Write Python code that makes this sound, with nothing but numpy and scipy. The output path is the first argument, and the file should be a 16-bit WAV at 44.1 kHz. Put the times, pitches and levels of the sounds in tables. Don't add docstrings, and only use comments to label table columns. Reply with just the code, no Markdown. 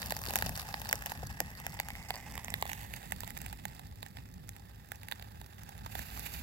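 import sys
import numpy as np
from scipy import signal
from scipy.fft import rfft, irfft
from scipy.io import wavfile
from scipy.ndimage import map_coordinates

SR = 44100
rng = np.random.default_rng(int(sys.argv[2]) if len(sys.argv) > 2 else 0)


def file_out(sig):
    cols = np.atleast_2d(sig).T
    lim = np.clip(cols, -1, 1)
    pcm = np.round(lim * 32767).astype(np.int16)
    wavfile.write(sys.argv[1], SR, pcm)


N = 283122
TIME_S = np.arange(N) / SR

# time in seconds, level in dB, centre in Hz.
HOLLOW_NOTE = [(0.5, -75, 1840), (1.25, -61.5, 1760), (1.9, -63.5, 2130), (2.8, -64, 1870),
               (3.5, -83, 1900), (5.8, -73, 1620)]


def big_pops():
    # start in seconds, mid-band level in dB, plop and snap in dB re that level, ring in Hz.
    bubbles = [(0.0287, -39.5, -12, -23, 2510), (0.0607, -44, -12, 6, 1920), (0.1075, -30.5, -5, -1, 1150),
               (0.122, -30.5, -2, -3, 570), (0.1665, -37.5, -4.5, 3.5, 1590),
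               (0.2166, -40.5, -1.5, 1, 1370), (0.3071, -33.5, -3.5, -1, 584),
               (0.3373, -34.5, -3.5, 0, 1480), (0.3576, -22.5, -7.5, 0.5, 2410), (0.3655, -37, 0, 4.5, 880),
               (0.3882, -30.5, -7.5, 0, 590), (0.4025, -45, 1, -2, 1520), (0.4237, -26, -5, -6, 1270),
               (0.4627, -35, -2, 3, 595), (0.4672, -38, -8, -18, 4550), (0.4932, -37.5, -0.5, 3, 610),
               (0.5636, -48, -12, 7.5, 1970), (0.576, -40.5, -4, 3.5, 690), (0.5995, -40.5, -5, -28, 1790),
               (0.617, -43, -4.5, 0.5, 2060), (0.742, -30.5, -2, -11, 1870),
               (0.8171, -36.5, -5.5, -2, 2580), (0.8566, -39.5, -5, -5, 1610), (0.891, -37, -6, 4.5, 2510),
               (0.8962, -35.5, -11, -6.5, 4900), (0.912, -36, -3, 0, 4800), (0.9287, -22, -9, -2, 2480),
               (0.9558, -43, -6, 5.5, 800), (1.0229, -41.5, -11, -2, 1690), (1.0609, -33.5, -9, 1, 1740),
               (1.068, -37.5, -4, -2, 4860), (1.0958, -40.5, -15, -5, 4670), (1.119, -35, 0, -3, 825),
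               (1.4036, -26.5, -4.5, 1.5, 2040), (1.6007, -41.5, -2, -1.5, 1900),
               (1.6661, -31.5, -5, -1, 1940), (1.7911, -39, -4.5, -10, 2020), (1.8, -28, -6, -2, 2050),
               (1.8858, -37, -4, -2, 1070), (1.9042, -38.5, -6, -7, 2030), (1.9533, -43.5, -13, -7, 2080),
               (2.1057, -29.5, -3, -6, 880), (2.1405, -41, -6.5, -7, 4920), (2.1476, -46, 0, -11, 640),
               (2.157, -47, -4, 6, 4900), (2.1649, -44.5, -2.5, -15, 2030), (2.3543, -45.5, -4.5, 3, 1950),
               (2.3779, -37.5, -3, -3, 1970), (2.4458, -44.5, -4, 5, 7600), (2.4822, -39, -4, -10, 2500),
               (2.5034, -47.5, -14, 6, 8300), (2.54, -29, -11.5, -6, 1960), (2.6132, -52, -13, 6, 7600),
               (2.625, -30, -0.5, -4.5, 1520), (2.6542, -43, 1.5, -3, 730), (2.6655, -44.5, -17, -6, 1900),
               (2.6937, -39, -5.5, -3, 1980), (2.6982, -41, -22, -3, 2380), (2.7166, -40, -2, -3, 2400),
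               (2.732, -38.5, -14, 0, 1700), (2.938, -38, -9.5, -3.5, 2640), (3.1216, -32.5, -3, -3, 1660),
               (3.2055, -47.5, -5, 7, 2040), (3.2342, -43.5, 1, -5, 2380), (3.2768, -46, -2, 2, 720),
               (3.3051, -44.5, -10, 0.5, 2560), (3.369, -46, -4, -5, 2400), (3.3752, -43, -5.5, 2.5, 2530),
               (3.4165, -47, -4.5, 4.5, 726), (3.4627, -41.5, -6, -1.5, 2640),
               (3.5281, -42.5, -1, -1.5, 785), (3.6537, -37, -0.5, -2, 860), (3.7947, -47.5, 0, -2, 865),
               (4.029, -42.5, -0.5, -3, 940), (4.0632, -49, -4, -2.5, 1600), (4.1701, -45.5, -3, -7.5, 694),
               (4.186, -52, -2, -10, 1700), (4.4917, -45, -9, 3, 6500), (4.5645, -50.5, -6, -1.5, 890),
               (4.9187, -38.5, -4.5, -2, 1650), (5.0327, -48, -1, -3, 860), (5.0853, -42.5, -6.5, -3, 1750),
               (5.1138, -39, -4.5, -1.5, 1630), (5.1224, -34.5, -3.5, -8.5, 1630),
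               (5.1964, -50, -3, -4.5, 800), (5.2249, -46, -6.5, -4, 920), (5.4144, -49, -2, -1, 820),
               (5.6344, -53.5, -2, 4, 860), (5.6921, -51, -1, 2.5, 720), (5.7792, -53.5, -4, 1, 1910),
               (5.8618, -44, 0.5, 0, 4360), (5.864, -46.5, -1.5, -13, 1400), (5.953, -39, -1.5, -1.5, 760),
               (5.9925, -39.5, -4.5, -1, 1410), (6.175, -46, 0, -2, 1920), (6.1949, -47, -3, 7, 13500)]
    return burst_bubbles(bubbles)


def small_pops(runs=28, gap_s=0.028, low_hz=750, high_hz=3000):
    run_s = (np.arange(runs) + rng.random(runs)) / runs * N / SR
    start_s = (run_s[:, None] + np.cumsum(rng.exponential(gap_s, (runs, 3)), axis=1)).ravel()
    at = np.minimum(start_s * SR, N - 1).astype(int)
    size, plop, snap = np.clip(rng.standard_normal((len(at), 3)), -2, 2).T
    level_db = -56 + 1.36 * simmer_swing_db()[at] + 5 * size
    plop_db, snap_db = -4 + 3 * plop, 3 + 3 * snap
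    ring_hz = low_hz * (high_hz / low_hz) ** rng.random(len(at))
    return burst_bubbles(np.c_[at / SR, level_db, plop_db, snap_db, ring_hz])


def burst_bubbles(rows, tear_s=0.0011, decay_s=0.0012, tail_s=0.023, ring_q=2.5):
    # frequency in Hz, gain in dB.
    spectrum = [(150, -23), (330, 3.5), (560, 7.5), (1200, 10.5), (2500, 6), (4700, 12.5), (9200, -3.5),
                (11500, 2.5), (16000, 1.5)]
    size, lead = 2048, 256
    t = (np.arange(size) - lead) / SR
    bands_hz = [(380, 1250), (1250, 5500), (5500, 17000)]
    filters = [signal.butter(2, edges, "band", fs=SR, output="sos") for edges in bands_hz]
    tear = from_db(-16) * np.exp(-abs(t) / tear_s)
    tail = from_db(-28) * np.exp(-t / tail_s)
    decays_s = [decay_s * (5500 / top_hz) ** 0.1 for _, top_hz in bands_hz]
    envelopes = np.array([np.where(t < 0, tear, np.exp(-t / s) + tail) for s in decays_s])
    out = np.zeros((2, N + 4096))
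    for start_s, level_db, plop_db, snap_db, ring_hz in rows:
        scatter = rng.standard_normal((3, size))
        scatter[:, lead] = from_db(16)
        burst = colour(np.vstack(two_ears(scatter) * envelopes[:, None]), spectrum, size=1024)
        depth, place = rng.uniform(-1, 1, 2)
        burst = burst + from_db(1 + 3 * depth) * cup(burst, tuning=1 + 0.1 * place)
        burst = burst + from_db(1) * resonance(burst, ring_hz, ring_hz / ring_q)
        at = max(round(start_s * SR) - lead, 0)
        for part, sos, band_db in zip(burst.reshape(-1, 2, size), filters, (plop_db, 0, snap_db)):
            gain = from_db(level_db + band_db) * np.sqrt(0.005 * SR / size)
            out[:, at:at + size] += gain * unit_rms(signal.sosfilt(sos, part))
    return out[:, :N]


def plops(decay_s=0.005, ring_q=1.3, size=4096):
    # start in seconds, level in dB, pitch in Hz.
    puffs = [(0.283, -43.5, 396), (0.937, -42.5, 470), (1.23, -42, 490), (1.41, -42, 440)]
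    out, t = np.zeros(N + size), np.arange(size) / SR
    for start_s, level_db, hz in puffs:
        puff = rng.standard_normal(size) * np.exp(-t / decay_s)
        note = resonance(resonance(puff, hz, hz / ring_q), hz, hz / ring_q)
        gain = from_db(level_db) * np.sqrt(0.01 * SR / size)
        at = round(start_s * SR)
        out[at:at + size] += gain * unit_rms(note)
    return out[:N]


def murmur():
    bubbles = grains(rate_hz=870, spread_db=9, clump_db=2, decay_s=0.0065, click_db=-1.5)
    return from_db(-57.5 + simmer_swing_db()) * unit_rms(cup(bubbles))


def sizzle():
    # frequency in Hz, gain in dB.
    spectrum = [(300, -29.5), (1200, 9.5), (2500, 3.5), (3300, 7.5), (4700, 12), (6200, 1.5), (7800, 2),
                (9300, 2), (11500, 8.5), (16000, -4.5)]
    droplets = grains(rate_hz=200, spread_db=5.5, clump_db=4, decay_s=0.0006, click_db=9)
    level_db = -61 + 1.31 * simmer_swing_db() + 6.5 * above_cup()
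    return from_db(level_db) * unit_rms(colour(droplets, spectrum))


def grains(rate_hz, spread_db, clump_db, decay_s, click_db):
    born = rng.random(N) < rate_hz * from_db(clump_db * drift(9)) / SR
    sizes = born * from_db(spread_db * np.minimum(rng.exponential(1, N), 3.3))
    envelope = np.sqrt(signal.lfilter([1], [1, -np.exp(-2 / (decay_s * SR))], sizes ** 2 + 1e-18))
    puffs = envelope * rng.standard_normal((3, N))
    clicks = from_db(click_db) * sizes * rng.standard_normal((3, N))
    return two_ears(puffs + clicks)


def cup(x, tuning=1):
    # centre in Hz, width in Hz, gain in dB.
    modes = [(837, 110, -1), (1600, 1570, -8.5), (2560, 117, -9.5), (4960, 320, -10.5), (6960, 2000, -23.5)]
    return sum(from_db(db) * resonance(x, hz * tuning, width_hz) for hz, width_hz, db in modes)


def simmer_swing_db(mean_db=-57):
    # time in seconds, level in dB.
    levels = [(0.0, -50.5), (0.11, -53), (0.4, -51), (0.66, -54.5), (0.88, -53), (1.43, -56.5), (2.77, -57),
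              (2.95, -59), (3.36, -60), (3.66, -62.5), (4.38, -67), (4.95, -66), (5.11, -63), (5.8, -63),
              (6.15, -59), (6.42, -60)]
    return curves(levels)[0] - mean_db


def gas_hiss(hollow_width_hz=500):
    # frequency in Hz, gain in dB.
    spectrum = [(150, -40), (330, 2), (480, 12.5), (800, 6.5), (1250, 2.5), (1950, -4.5), (2600, -15),
                (3200, 5), (4500, -0.5), (7800, -8.5), (9300, -8), (11400, 2.5), (15500, 2.5)]
    jet_db = -60 + simmer_swing_db() + 6.5 * above_cup() + 1.3 * drift(30)
    jet = from_db(jet_db) * stove_noise(spectrum)
    hollow_db, hollow_hz = curves(HOLLOW_NOTE)
    hollow = two_ears(rng.standard_normal((3, N)))
    for _ in range(2):
        hollow = np.array([gliding_resonance(ear, hollow_hz, hollow_width_hz) for ear in hollow])
    return jet + from_db(hollow_db) * unit_rms(hollow)


def bright_hiss(flicker_db=3):
    # frequency in Hz, gain in dB.
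    spectrum = [(200, -19), (450, -1.5), (800, 2), (1150, -6), (1950, 1.5), (2700, 8), (3200, -2),
                (4500, -0.5), (5500, -4), (8000, -2), (9000, -9), (11400, 2.5), (13600, 5), (15700, -4)]
    # time in seconds, level in dB.
    levels = [(2.3, -81), (2.6, -61), (2.8, -55), (3.05, -65), (3.4, -65.5), (3.7, -75), (5.84, -74.5),
              (5.92, -57), (5.98, -52), (6.09, -54.5), (6.18, -49.5), (6.42, -51)]
    return from_db(curves(levels)[0] + flicker_db * drift(25)) * stove_noise(spectrum)


def flame(flutter_db=2):
    # frequency in Hz, gain in dB.
    spectrum = [(12, -56), (25, -1), (38, -19.5), (55, 6.5), (85, 2), (120, -0.5), (150, -0.5), (195, -2),
                (260, -10.5), (350, -22.5), (600, -36), (1200, -69)]
    # time in seconds, level in dB.
    levels = [(0, -45.5), (1.32, -47), (1.68, -48), (2.5, -48), (3.43, -48), (3.95, -51), (5.8, -53),
              (5.92, -48.5), (6.42, -46)]
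    return from_db(curves(levels)[0] + flutter_db * drift(5)) * stove_noise(spectrum)


def park():
    # frequency in Hz, gain in dB.
    spectrum = [(15, -15), (60, 9.5), (400, 7.5), (900, 0), (2000, -8), (5000, -50), (16000, -15)]
    # centre in Hz, width in Hz, level in dB.
    drone_bands = [(54, 7.3, -65.5), (72.3, 16, -67.5), (98.43, 5, -60.5), (104.9, 7.3, -61.5)]
    out = from_db(-66.5) * unit_rms(colour(rng.standard_normal((2, N)), spectrum))
    for hz, width_hz, db in drone_bands:
        band = resonance(rng.standard_normal(N), hz, width_hz)
        out += from_db(db) * unit_rms(resonance(band, hz, width_hz))
    return out


def table_echo(x, delay_ms=1.063, left_db=-8, right_db=-11, cutoff_hz=4500):
    dull = signal.sosfilt(signal.butter(1, cutoff_hz, fs=SR, output="sos"), x)
    earlier = np.arange(N) - delay_ms * SR / 1000
    echo = np.array([map_coordinates(ear, [earlier]) for ear in dull])
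    return x + from_db([[left_db], [right_db]]) * echo


def path_interference(x):
    # time in seconds, low notch in Hz, its depth 0-1, high notch in Hz, its depth 0-1,
    # sheen gain 0-1.
    notches = [(0.4, 3230, 1, 8900, 0.8, 0), (1.1, 3400, 0.78, 8900, 1, 0.3),
               (2.25, 3880, 0.8, 9900, 0.7, 0.6), (2.75, 5080, 0.9, 9300, 0.15, 0.1),
               (3.3, 5870, 0.8, 9700, 0.3, 0.3), (4.3, 5870, 0.44, 9450, 0.9, .1),
               (5.5, 5450, 0.6, 8650, 0.8, 0), (6.1, 5660, 0.47, 8600, 1, 0)]
    low_hz, low_depth, high_hz, high_depth, sheen = curves(notches)
    _, hollow_hz = curves(HOLLOW_NOTE)
    left, right = x
    right = right + from_db(2.5) * gliding_resonance(right, hollow_hz, width_hz=520)
    right = right + sheen * resonance(right, hz=7800, width_hz=780)
    right = right - low_depth * gliding_resonance(right, low_hz, width_hz=1100)
    right = right - high_depth * gliding_resonance(right, high_hz, width_hz=1300)
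    return np.array([left, right])


def above_cup():
    return 1 - ease(start_s=0.32, length_s=0.98)


def turn_away(x, facing_lag_ms=-0.2097, away_lag_ms=0.48):
    # frequency in Hz, left minus right in dB.
    facing_balance = [(60, 8), (200, -2), (400, 2), (800, 3.5), (1400, -4), (2600, 4.5), (4600, 0),
                      (8000, 2.5), (14000, 8)]
    # frequency in Hz, left minus right in dB.
    away_balance = [(60, -2.5), (200, -7), (450, -1), (800, -14), (1200, 1.5), (2400, -11.5), (4500, -8.5),
                    (11300, -12), (14000, -29)]
    # frequency in Hz, gain in dB.
    away_spectrum = [(250, -1), (430, 7.5), (620, 7.5), (830, 7), (1200, 7), (1750, 0), (2350, 5.5),
                     (2650, 0), (3100, 4), (3700, 6.5), (7000, 8), (13500, 5.5)]
    facing = pan(x, facing_balance)
    away = pan(colour(x, away_spectrum, size=1024), away_balance)
    turned = ease(start_s=1.267, length_s=1.92)
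    shade = 0.2 + 0.48 * turned
    left, right = facing + shade * (away - facing)
    lag_ms = facing_lag_ms + (away_lag_ms - facing_lag_ms) * turned ** 2
    return np.array([map_coordinates(left, [np.arange(N) - lag_ms * SR / 1000], order=5), right])


def pan(x, balance):
    hz, db = np.transpose(balance)
    right_db = -10 * np.log10((1 + from_db(db) ** 2) / 2)
    return np.vstack([colour(x[0], np.c_[hz, right_db + db]), colour(x[1], np.c_[hz, right_db])])


def two_ears(x):
    # frequency in Hz, left-right coherence 0-1.
    coherence = [(100, 1), (400, 0.69), (1900, 0.81), (3200, 0.6), (8000, 0.02), (15000, 0)]
    hz, alike = np.transpose(coherence)
    alike = np.clip(alike, 0.01, 0.99)
    shared = colour(x[0], np.c_[hz, 10 * np.log10(alike)], size=1024)
    return shared + colour(x[1:], np.c_[hz, 10 * np.log10(1 - alike)], size=1024)


def stove_noise(spectrum):
    return unit_rms(colour(two_ears(rng.standard_normal((3, N))), spectrum))


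def colour(x, spectrum, size=8192):
    hz, db = np.transpose(spectrum)
    gain_db = np.interp(np.log(np.fft.rfftfreq(size, 1 / SR) + 1), np.log(hz), db)
    cepstrum = irfft(np.log(from_db(gain_db)))
    impulse = irfft(np.exp(rfft(2 * cepstrum[:size // 2], size) - cepstrum[0]))[:x.shape[-1]]
    return signal.oaconvolve(np.atleast_2d(x), impulse[None], axes=-1)[:, :x.shape[-1]]


def resonator(hz, width_hz):
    r = np.exp(-np.pi * width_hz / SR)
    return np.array([1, 0, -1]) * (1 - r * r) / 2, [1, -(1 + r * r) * np.cos(2 * np.pi * hz / SR), r * r]


def resonance(x, hz, width_hz):
    return signal.lfilter(*resonator(hz, width_hz), x + 1e-18)


def gliding_resonance(x, hz, width_hz, block=256):
    out, state = np.zeros(N), np.zeros(2)
    for i in range(0, N, block):
        out[i:i + block], state = signal.lfilter(*resonator(hz[i], width_hz), x[i:i + block], zi=state)
    return out


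def drift(rate_hz, step=40, settle=2000):
    r = np.exp(-2 * np.pi * rate_hz * step / SR)
    white = rng.standard_normal(N // step + settle + 2)
    slow = signal.lfilter([1], [1, -2 * r, r * r], white)[settle:]
    return np.interp(np.arange(N) / step, np.arange(len(slow)), unit_rms(slow))


def ease(start_s, length_s):
    return (1 - np.cos(np.pi * np.clip((TIME_S - start_s) / length_s, 0, 1))) / 2


def curves(rows):
    time_s, *columns = np.transpose(rows)
    return [np.interp(TIME_S, time_s, column) for column in columns]


def from_db(db):
    return 10 ** (np.asarray(db) / 20)


def unit_rms(x):
    return x / np.sqrt(np.mean(x ** 2) + 1e-20)


def scene():
    food = big_pops() + small_pops() + plops() + murmur() + sizzle()
    stove = path_interference(table_echo(food + gas_hiss() + bright_hiss())) + flame()
    return turn_away(stove) + park()


def record(dry):
    return signal.sosfilt(signal.ellip(10, 0.2, 80, 15900, fs=SR, output="sos"), dry)


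dry = scene()
out = record(dry)
file_out(out)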